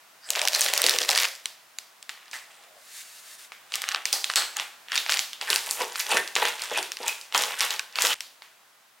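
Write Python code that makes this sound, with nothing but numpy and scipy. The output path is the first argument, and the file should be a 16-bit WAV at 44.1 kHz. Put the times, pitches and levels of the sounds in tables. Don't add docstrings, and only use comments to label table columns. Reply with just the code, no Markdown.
import sys
import numpy as np
from scipy import signal
from scipy.fft import rfft, irfft
from scipy.io import wavfile
from scipy.ndimage import map_coordinates

SR = 44100
rng = np.random.default_rng(int(sys.argv[2]) if len(sys.argv) > 2 else 0)


def master_out(mix):
    frames = np.transpose(np.atleast_2d(mix))
    ceiling = np.clip(frames, -1, 1)
    pcm = np.round(ceiling * 32767).astype(np.int16)
    wavfile.write(sys.argv[1], SR, pcm)


N = 396900
TIME = np.arange(N) / SR

# time in seconds, mid level in dB.
HUSH_LEVEL = [(0, -55.5), (2, -56.5), (4.8, -53.5), (8.2, -57), (9, -60)]
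# frequency in Hz, relative density in dB.
HUSH_SPECTRUM = [(18, -64), (30, -28), (98, -46), (120, -9), (165, -13.5), (203, -10.5), (335, -9),
                 (413, -7), (459, -7), (551, -6), (612, 0), (907, -0.5), (1120, 1.5), (14600, -12.5),
                 (15800, -12)]
# full force in seconds, rise in seconds, hold in seconds, level in dB.
JUG_STROKES = [(2.72, 0.18, 0.071, -60)]
# full force in seconds, rise in seconds, hold in seconds, level in dB.
SLEEVE_STROKES = [(2.97, 0.2, 0.046, -41.5), (3.05, 0.12, 0.15, -48.5), (3.28, 0.19, 0.07, -46),
                  (3.386, 0.012, 0.064, -47)]
# frequency in Hz, relative gain in dB.
CLOTH_SPECTRUM = [(530, -29), (900, -13), (1740, 3.5), (2410, 1), (2810, 1.5), (8170, 2.5), (14500, -6.5),
                  (15800, -8)]
# frequency in Hz, width in Hz, relative level in dB.
TABLE_MODES = [(387, 22, 1), (479, 36, 0), (660, 60, -7), (867, 50, 0), (975, 45, -4), (1115, 32, 2),
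               (1556, 45, -1)]
# time in seconds, relative peak in dB, pitch in Hz.
BLOWS = [(0.841, -21.5, 410), (0.941, -25, 474), (1.01, -24.5, 520), (4.296, -26, 1000), (5.06, -33, 825),
         (5.09, -30, 655), (5.503, -27.5, 440), (5.808, -24, 454), (6.143, -17.5, 457), (6.363, -29, 470),
         (6.421, -20, 510), (6.423, -13.5, 880), (6.714, -22, 510), (6.788, -30.5, 328), (7.002, -28, 490),
         (7.349, -10, 1020), (7.616, -21, 1190), (7.794, -27, 1360), (8.039, -24.5, 482)]
# start in seconds, rise in seconds, fall in seconds, pitch in Hz, level in dB.
FILM_RASPS = [(0.24, 0.048, 0.04, 8000, -44.5), (0.211, 0.07, 0.054, 1640, -51),
              (0.2, 0.051, 0.06, 4860, -50.5), (0.536, 0.0094, 0.02, 4160, -25),
              (1.16, 0.022, 0.025, 3540, -31), (2.325, 0.016, 0.043, 1890, -41.5),
              (4.129, 0.0017, 0.028, 9400, -33.5), (4.128, 0.004, 0.032, 4900, -24.5),
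              (4.358, 0.002, 0.054, 4300, -23.5), (4.357, 0.0017, 0.069, 7900, -27.5),
              (4.955, 0.019, 0.025, 3670, -28), (5.333, 0.003, 0.049, 3300, -44),
              (5.464, 0.029, 0.028, 1700, -32), (5.799, 0.02, 0.025, 2330, -38),
              (6.094, 0.038, 0.037, 2640, -27.5), (6.135, 0.047, 0.039, 1790, -27.5),
              (6.447, 0.026, 0.028, 2740, -36), (6.727, 0.039, 0.04, 2617, -30),
              (7.015, 0.029, 0.023, 900, -37), (7.05, 0.034, 0.031, 2560, -30),
              (7.347, 0.0014, 0.038, 3160, -25), (8.087, 0.025, 0.025, 3000, -26.5)]
# full force in seconds, rise in seconds, hold in seconds,
# then relative levels in dB of dull rub, crinkle and fine fizz.
LIFT_STROKES = [(0.303, 0.035, 0.0067, -49, -38, -40), (0.365, 0.054, 0.015, -43, -32.5, -44),
                (0.435, 0.045, 0.015, -37.5, -35, -42), (0.545, 0.091, 0.044, -42, -33.5, -28),
                (0.652, 0.072, 0.017, -38.5, -31, -24.5), (0.75, 0.15, 0.066, -42, -34, -37),
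                (0.845, 0.06, 0.11, -46.5, -32, -31), (1.01, 0.061, 0.0096, -57, -32, -26),
                (1.085, 0.033, 0.11, -42, -31, -28), (1.222, 0.068, 0.0055, -43.5, -27.5, -24)]
# full force in seconds, rise in seconds, hold in seconds,
# then relative levels in dB of dull rub, crinkle and fine fizz.
PAT_STROKES = [(2.17, 0.1, 0.14, -76, -57, -68), (2.333, 0.014, 0.027, -66, -57, -43.5),
               (2.505, 0.1, 0.14, -68, -59, -63.5), (3.743, 0.032, 0.0065, -54, -44, -39),
               (3.835, 0.09, 0.014, -57, -43.5, -51), (3.923, 0.18, 0.059, -49, -38, -54),
               (4.137, 0.035, 0.029, -43.5, -44, -40), (4.297, 0.0044, 0.0017, -51, -37, -36),
               (4.36, 0.0024, 0.047, -40, -28.5, -43), (4.571, 0.034, 0.038, -47, -38.5, -44)]
# full force in seconds, rise in seconds, hold in seconds,
# then relative levels in dB of dull rub, crinkle and fine fizz.
SCRAPE_STROKES = [(4.942, 0.046, 0.016, -55, -30.5, -41), (5.099, 0.03, 0.071, -46.5, -35.5, -35.5),
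                  (5.415, 0.011, 0.009, -43, -36.5, -48), (5.494, 0.05, 0.066, -45, -33.5, -35.5),
                  (5.66, 0.089, 0.036, -48, -42.5, -42), (5.808, 0.073, 0.013, -35.5, -33.5, -36.5),
                  (5.998, 0.2, 0.01, -53, -39, -37), (6.118, 0.075, 0.047, -31.5, -27.5, -31),
                  (6.365, 0.0093, 0.013, -33, -34.5, -45), (6.424, 0.036, 0.056, -39, -29.5, -36.5),
                  (6.623, 0.13, 0.02, -53, -40, -41), (6.771, 0.13, 0.011, -37.5, -32, -36.5),
                  (7.078, 0.083, 0.01, -42, -32, -34), (7.349, 0.021, 0.069, -37, -33.5, -32.5),
                  (7.492, 0.15, 0.041, -42.5, -36.5, -45), (7.611, 0.062, 0.037, -43, -31, -34.5),
                  (7.713, 0.025, 0.015, -41, -34, -44), (8.012, 0.072, 0.14, -41, -31.5, -35.5)]
# frequency in Hz, relative gain in dB.
JUG_SPECTRUM = [(59, -71), (100, -55), (153, -32), (259, -31), (314, -14.5), (356, -14.5), (593, 3),
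                (849, -2.5), (1300, 1), (1860, 6.5), (3090, 2), (4820, -3.5), (5960, -7.5), (14200, -18),
                (15800, -16)]
# frequency in Hz, relative gain in dB.
TABLE_SPECTRUM = [(59, -57), (100, -54), (380, -15.5), (748, -6), (814, 2), (944, -11), (1190, -1),
                  (1380, -2), (4430, -3), (6630, -9), (8190, -8.5), (15800, -32)]
# frequency in Hz, relative gain in dB.
SPATULA_SPECTRUM = [(59, -56), (100, -31.5), (185, -20), (301, -17), (380, -7), (413, -6), (479, -3.5),
                    (717, -4), (868, 2.5), (1190, -1.5), (1570, 3), (3160, 2), (8550, -6), (15800, -15)]
# time in seconds, level over 2 ms in dB, pitch in Hz,
# room answer in dB relative to the crack.
CREASE_SNAPS = [(0.3043, -14, 6980, -8), (0.3585, -21.5, 4280, 2.5), (0.3945, -21, 3200, -18),
                (0.4163, -16.5, 4650, -4.5), (0.453, -19, 5330, -10), (0.4752, -13.5, 4220, -13),
                (0.4845, -14, 5020, -8.5), (0.5492, -14, 5040, -21), (0.609, -13, 7160, -13),
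                (0.6163, -14, 5300, 0), (0.7367, -14, 5796, -5.5), (0.7772, -14.5, 5740, -4.5),
                (0.8182, -14.5, 8500, -14), (0.8408, -12.5, 4040, -1.5), (0.8649, -10.5, 5150, -4),
                (0.895, -10.5, 5450, -6), (0.987, -14, 4300, -23), (1.0306, -22.5, 4940, -16),
                (1.0909, -13.5, 4670, -20), (1.1096, -17, 5500, -5), (1.1309, -22, 3770, -1),
                (1.1593, -22, 5400, -8), (1.1768, -13, 6100, -14), (1.1875, -17, 3870, -15),
                (1.202, -18, 3650, -8), (1.2525, -17, 2880, -22), (1.457, -19, 4370, -9.5),
                (1.7864, -25, 5100, -9.5), (2.0274, -35.5, 4800, -8), (2.0936, -25.5, 3770, -6),
                (2.0986, -33.5, 2140, -2), (2.3133, -37, 4970, 1), (2.332, -32.5, 2140, 7.5),
                (3.52, -33, 2350, -1.5), (3.7213, -29, 3160, -4), (3.7395, -20, 3120, -2),
                (3.756, -20.5, 6000, -13), (3.819, -22.5, 5400, -6.5), (3.8399, -23, 2360, -19),
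                (3.8891, -18.5, 4620, -7.5), (3.9166, -23, 2280, -17), (3.947, -15.5, 2690, -20),
                (3.9605, -24, 2280, -9), (4.0552, -16, 4080, -3), (4.1283, -13.5, 6300, -1.5),
                (4.2431, -16, 4300, -6), (4.2999, -18, 2580, -24), (4.3374, -25, 2840, -23),
                (4.3585, -14.5, 5000, 1.5), (4.5686, -22, 6600, -16), (4.5981, -19.5, 2630, -3.5),
                (4.8846, -34.5, 2820, -6), (4.9196, -20, 2930, -12), (4.9312, -27, 2260, 4),
                (4.9561, -18.5, 4230, -4), (4.9775, -15.5, 3900, -2.5), (5.0632, -24.5, 2800, -10),
                (5.0949, -16.5, 3080, 1.5), (5.1222, -15.5, 3100, -16), (5.141, -18.5, 4200, -15),
                (5.172, -20, 3780, -13), (5.1924, -15.5, 4760, -2.5), (5.3322, -28, 3870, -6),
                (5.413, -23.5, 3070, -0.5), (5.5024, -14.5, 4280, -3), (5.5298, -14.5, 2980, -14),
                (5.56, -14, 4800, -4.5), (5.71, -17, 8920, -1), (5.957, -23, 2660, -14),
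                (6.004, -22, 3303, -8), (6.1705, -14, 2350, -19.5), (6.2766, -27.5, 4630, -3.5),
                (6.3541, -17.5, 4930, -2), (6.364, -14.5, 1950, -1.5), (6.4738, -24, 2800, 2.5),
                (6.6205, -23.5, 3920, -1.5), (6.8283, -25.5, 4400, 0), (6.919, -23, 4440, -6.5),
                (6.97, -27.5, 3660, -14), (7.0807, -17, 6950, -5), (7.2129, -33.5, 5270, -1),
                (7.3245, -29, 3040, -4), (7.3473, -16, 2370, -3), (7.378, -16, 5490, -3.5),
                (7.4221, -20, 6100, 0.5), (7.4369, -17.5, 3270, -10), (7.607, -14, 5000, -3),
                (7.7065, -20, 4950, -1), (7.7945, -18, 3270, -13.5), (7.957, -22, 3030, 0),
                (7.9868, -16, 2620, -4), (8.0212, -14, 6940, 0.5), (8.051, -15, 3800, -6),
                (8.0697, -16.5, 5100, -0.5), (8.2065, -24, 4360, -5), (8.421, -37.5, 2620, 0.5)]

BREAK_OFF_S, TOP_HZ = 8.143, 16000
RISE_DB = 20
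RELEASE_DB_PER_S = 372
CREEP_DB, CREEP_FADE_DB_PER_S = -17, 84.5
SMALL_SNAP_BASE_DB, SMALL_SNAP_SPREAD_DB = -25, 2.5
SMALL_SNAP_BASE_HZ, SMALL_SNAP_SPREAD_OCTAVES, SMALL_SNAP_WET_DB = 3350, 0.33, -17
BUCKLE_ABOVE_DB = -57
FIRM_DB, SNAP_DB_PER_CRINKLE_DB = -33.5, 0.84


def amp(db):
    return 10 ** (np.asarray(db) / 20)


def unit(x):
    return x / np.sqrt(np.mean(x ** 2) + 1e-20)


def add(track, s, sound):
    part = track[..., max(round(s * SR), 0):][..., :sound.shape[-1]]
    part += sound[..., :part.shape[-1]]


def stereo(mid, side):
    return np.array([mid + side, mid - side])


def band(x, lo_hz, hi_hz, order=2):
    edges_hz = [lo_hz, min(hi_hz, SR / 2 - 1)]
    return signal.sosfilt(signal.butter(order, edges_hz, "band", fs=SR, output="sos"), x)


def coloured(x, spectrum, size=4096):
    hz, db = np.transpose(spectrum)
    bins_hz = np.fft.rfftfreq(size, 1 / SR)
    gain = amp(np.interp(np.log(bins_hz + 1), np.log(hz), db))
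    cepstrum = irfft(np.log(np.maximum(gain, 1e-5)))
    cepstrum[1:size // 2] *= 2
    cepstrum[size // 2 + 1:] = 0
    impulse = irfft(np.exp(rfft(cepstrum)))
    return signal.oaconvolve(x, impulse)[:len(x)]


def clumps(rate_hz, depth_db):
    knots = rng.standard_normal(int(N * rate_hz / SR) + 4)
    return unit(amp(depth_db * map_coordinates(knots, [TIME * rate_hz])))


def grains(lo_hz, hi_hz, per_s, t60_s, spread_db):
    when, pitch, size = rng.random((int(per_s * N / SR), 3)).T[:, :, None]
    t = np.arange(int(t60_s * SR)) / SR
    strength = amp(-spread_db * np.log(size + 0.012))
    hz = lo_hz + pitch * (hi_hz - lo_hz)
    rings = strength * amp(-60 * t / t60_s) * np.sin(2 * np.pi * hz * t)
    at = (when * N).astype(int) + np.arange(len(t))
    cloud = np.bincount(at.ravel(), rings.ravel(), N)[:N]
    return unit(band(cloud, lo_hz, hi_hz))


def room(x, t60_s=0.44, side_db=-12, build_s=0.00036):
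    t = np.arange(SR // 2) / SR
    envelope = amp(-60 * t / t60_s) * (1 - np.exp(-(t / build_s) ** 2))
    tail = rng.standard_normal((2, len(t))) * envelope
    tail /= np.linalg.norm(tail[0])
    mid, side = signal.oaconvolve(x[None], tail, axes=1)[:, :len(x)]
    return stereo(mid, amp(side_db) * side)


def in_room(x, wet_db):
    return x + amp(wet_db) * room(x)


def strokes(rows, creep_db=-120):
    power = np.zeros((len(rows[0]) - 3, N // 32 + 1))
    t = np.linspace(0, N / SR, power.shape[1])
    for s, rise_s, hold_s, *levels_db in rows:
        before_s = np.maximum(s - t, 0)
        after_s = np.maximum(t - s - hold_s, 0)
        release_db = -RELEASE_DB_PER_S * after_s
        settling_db = creep_db - CREEP_FADE_DB_PER_S * after_s
        shape_db = np.maximum(release_db, settling_db) - RISE_DB * before_s / rise_s
        power += amp(np.array(levels_db)[:, None] + shape_db) ** 2
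    return [np.interp(TIME, t, np.sqrt(p)) for p in power]


def room_tone():
    mid, side = (unit(coloured(rng.standard_normal(N), HUSH_SPECTRUM)) for _ in range(2))
    level = amp(np.interp(TIME, *np.transpose(HUSH_LEVEL)))
    return level * stereo(mid, amp(-5.5) * side)


def jug():
    rub = unit(band(rng.standard_normal(N), 500, 730))
    return in_room(strokes(JUG_STROKES)[0] * rub, wet_db=-8)


def sleeve():
    rough = rng.standard_normal(N) * amp(3.7 * rng.standard_normal(N))
    fibres = coloured(rough, CLOTH_SPECTRUM)
    return strokes(SLEEVE_STROKES)[0] * unit(in_room(fibres, wet_db=14))


def table_ring(hz=800, octaves=4):
    t = np.arange(SR // 4) / SR
    ring = np.zeros(len(t))
    for mode_hz, width_hz, db in TABLE_MODES:
        drive = amp(db + rng.normal(0, 0.98)) * np.exp(-(np.log2(mode_hz / hz) / octaves) ** 2)
        decay = np.exp(-np.pi * width_hz * t)
        ring += drive * width_hz * decay * np.cos(2 * np.pi * mode_hz * t)
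    return band(ring, 315, 3000)


def knocks(thud_share=0.84, thud_t60_s=0.061, attack_s=0.0021):
    out, t = np.zeros(N), np.arange(SR // 4) / SR
    envelope = amp(-60 * t / thud_t60_s) * (1 - np.exp(-t / attack_s))
    for s, db, hz in BLOWS:
        push = rng.standard_normal(len(t)) * envelope
        thud = band(band(push, 0.97 * hz, 1.32 * hz, order=1), 180, 3500)
        blow = unit(table_ring(hz, octaves=0.34)) + thud_share * unit(thud)
        add(out, s + 0.00094, amp(db - 2) * blow / np.abs(blow).max())
    return in_room(out, wet_db=-5.0)


def rasps(width=0.04):
    out, t = np.zeros(N), np.arange(SR // 5) / SR
    for s, rise_s, fall_s, hz, db in FILM_RASPS:
        ramp = np.interp(t, [0, rise_s, rise_s + fall_s], [0, 1, 0])
        swell = np.sin(np.pi / 2 * ramp) ** 2
        slips = rng.standard_normal(len(t)) ** 3
        ring = band(slips, hz * (1 - width), hz * (1 + width), order=1) * swell
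        add(out, s, amp(db) * ring * np.linalg.norm(swell) / np.linalg.norm(ring))
    return in_room(out, wet_db=-3.5)


def film(rows, spectrum, rub, rub_db, crinkle_db, fizz_db):
    rubbing, crinkling, fizzing = strokes(rows, CREEP_DB)
    bursts = clumps(rate_hz=80, depth_db=2.5)
    wrinkles = bursts * grains(986, 4080, per_s=1000, t60_s=0.0058, spread_db=2.0)
    fizz = bursts * grains(4140, 16400, per_s=1500, t60_s=0.0013, spread_db=5.3)
    dull = rubbing * amp(rub_db) * unit(coloured(rub, spectrum))
    middle = crinkling * amp(crinkle_db) * unit(coloured(wrinkles, spectrum))
    fine = fizzing * amp(fizz_db) * unit(coloured(fizz, spectrum))
    return dull + middle + fine


def handling():
    slips = unit(band(grains(108, 1114, per_s=700, t60_s=0.0047, spread_db=4.5), 105, 1840))
    shaken = unit(signal.oaconvolve(slips, table_ring())[:N])
    lift = film(LIFT_STROKES, JUG_SPECTRUM, slips, rub_db=3.0, crinkle_db=-2.0, fizz_db=-3.6)
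    pat = film(PAT_STROKES, TABLE_SPECTRUM, slips, rub_db=1.5, crinkle_db=1.0, fizz_db=2.0)
    blade_rub = slips + 0.24 * shaken
    scrape = film(SCRAPE_STROKES, SPATULA_SPECTRUM, blade_rub, rub_db=0.0, crinkle_db=1.0, fizz_db=1.5)
    return in_room(lift + pat + scrape, wet_db=-4.5)


def buckle(hz, t, scatter=0.474, ring_t60_s=0.0064, crack=0.85, crack_t60_s=0.001, reach=3.36, count=8):
    spacing = np.linspace(-1.8, 1.6, count) + rng.normal(0, 0.27, count)
    ratio = np.exp(scatter * spacing)[:, None]
    phase = rng.uniform(0, 2 * np.pi, (count, 1))
    facet_hz = np.minimum(hz * ratio, TOP_HZ)
    facets = np.sin(2 * np.pi * facet_hz * t + phase) * amp(-60 * t * ratio ** 0.12 / ring_t60_s)
    nearness = np.exp(-np.abs(np.log(ratio)))
    ring = np.sum(facets * nearness, axis=0) / np.sqrt(count)
    flip = crack * np.cos(2 * np.pi * hz * t) * amp(-60 * t / crack_t60_s)
    return band(ring + flip, 500 + 0.086 * hz, min(reach * hz, 20000))


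def snaps(rows, pan_db=0.3, lag_samples=0.3, blend_t60_cycles=3.47):
    out, t = np.zeros((2, N)), np.arange(SR // 50) / SR
    sides = np.array([[1], [-1]])
    for s, db, hz, wet_db in rows:
        size = amp(db) * np.sqrt(0.002 * SR)
        near = buckle(hz, t)
        tone = np.cos(2 * np.pi * 0.86 * hz * t)
        blend = band(tone * amp(-60 * t * hz / blend_t60_cycles), 610, 20000)
        angle = rng.standard_normal()
        shifted = near + sides * angle * lag_samples / 2 * np.gradient(near)
        direct = amp(pan_db * angle * sides) * shifted
        add(out, s, size * direct / np.linalg.norm(near))
        to_walls = np.pad(blend / np.linalg.norm(blend), (0, SR // 2))
        add(out, s, size * amp(wet_db) * room(to_walls))
    return out


def small_snaps(action, per_s, gain_db, pitch_ratio):
    crinkling = strokes(action, CREEP_DB)[1]
    draws = rng.uniform(-1, 1, (int(per_s * N / SR), 3)) * np.sqrt(3)
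    rows = []
    for k, (late, size, pitch) in enumerate(draws):
        s = (k + late / 2) / per_s
        force_db = 20 * np.log10(crinkling[int(np.clip(s * SR, 0, N - 1))] + 1e-9)
        if force_db > BUCKLE_ABOVE_DB:
            growth_db = SNAP_DB_PER_CRINKLE_DB * (force_db - FIRM_DB)
            db = SMALL_SNAP_BASE_DB + gain_db + growth_db + SMALL_SNAP_SPREAD_DB * size
            hz = pitch_ratio * SMALL_SNAP_BASE_HZ * 2 ** (SMALL_SNAP_SPREAD_OCTAVES * pitch)
            rows.append((s, db, hz, SMALL_SNAP_WET_DB))
    return rows


def crackle():
    hanging = small_snaps(LIFT_STROKES, per_s=46, gain_db=2.5, pitch_ratio=1.115)
    patted = small_snaps(PAT_STROKES, per_s=20, gain_db=-1, pitch_ratio=0.79)
    scraped = small_snaps(SCRAPE_STROKES, per_s=34, gain_db=-0.5, pitch_ratio=0.99)
    return snaps(hanging + patted + scraped)


def scene():
    around = room_tone() + jug() + sleeve()
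    early_snaps = snaps([row for row in CREASE_SNAPS if row[0] < BREAK_OFF_S])
    late_snaps = snaps([row for row in CREASE_SNAPS if row[0] >= BREAK_OFF_S])
    working = knocks() + rasps() + handling() + crackle() + early_snaps
    bag = working * np.where(TIME < BREAK_OFF_S, 1, amp(-20.5)) + late_snaps
    return bag * amp([[-0.15], [0.15]]) + around


def record(dry):
    lean = signal.sosfilt(signal.butter(2, 70, "high", fs=SR, output="sos"), dry)
    rounded = lean / (1 + np.abs(lean / 0.9) ** 8) ** (1 / 8)
    kept = np.fft.rfftfreq(N, 1 / SR) < TOP_HZ
    return irfft(rfft(rounded) * kept, N)


dry = scene()
out = record(dry)
master_out(out)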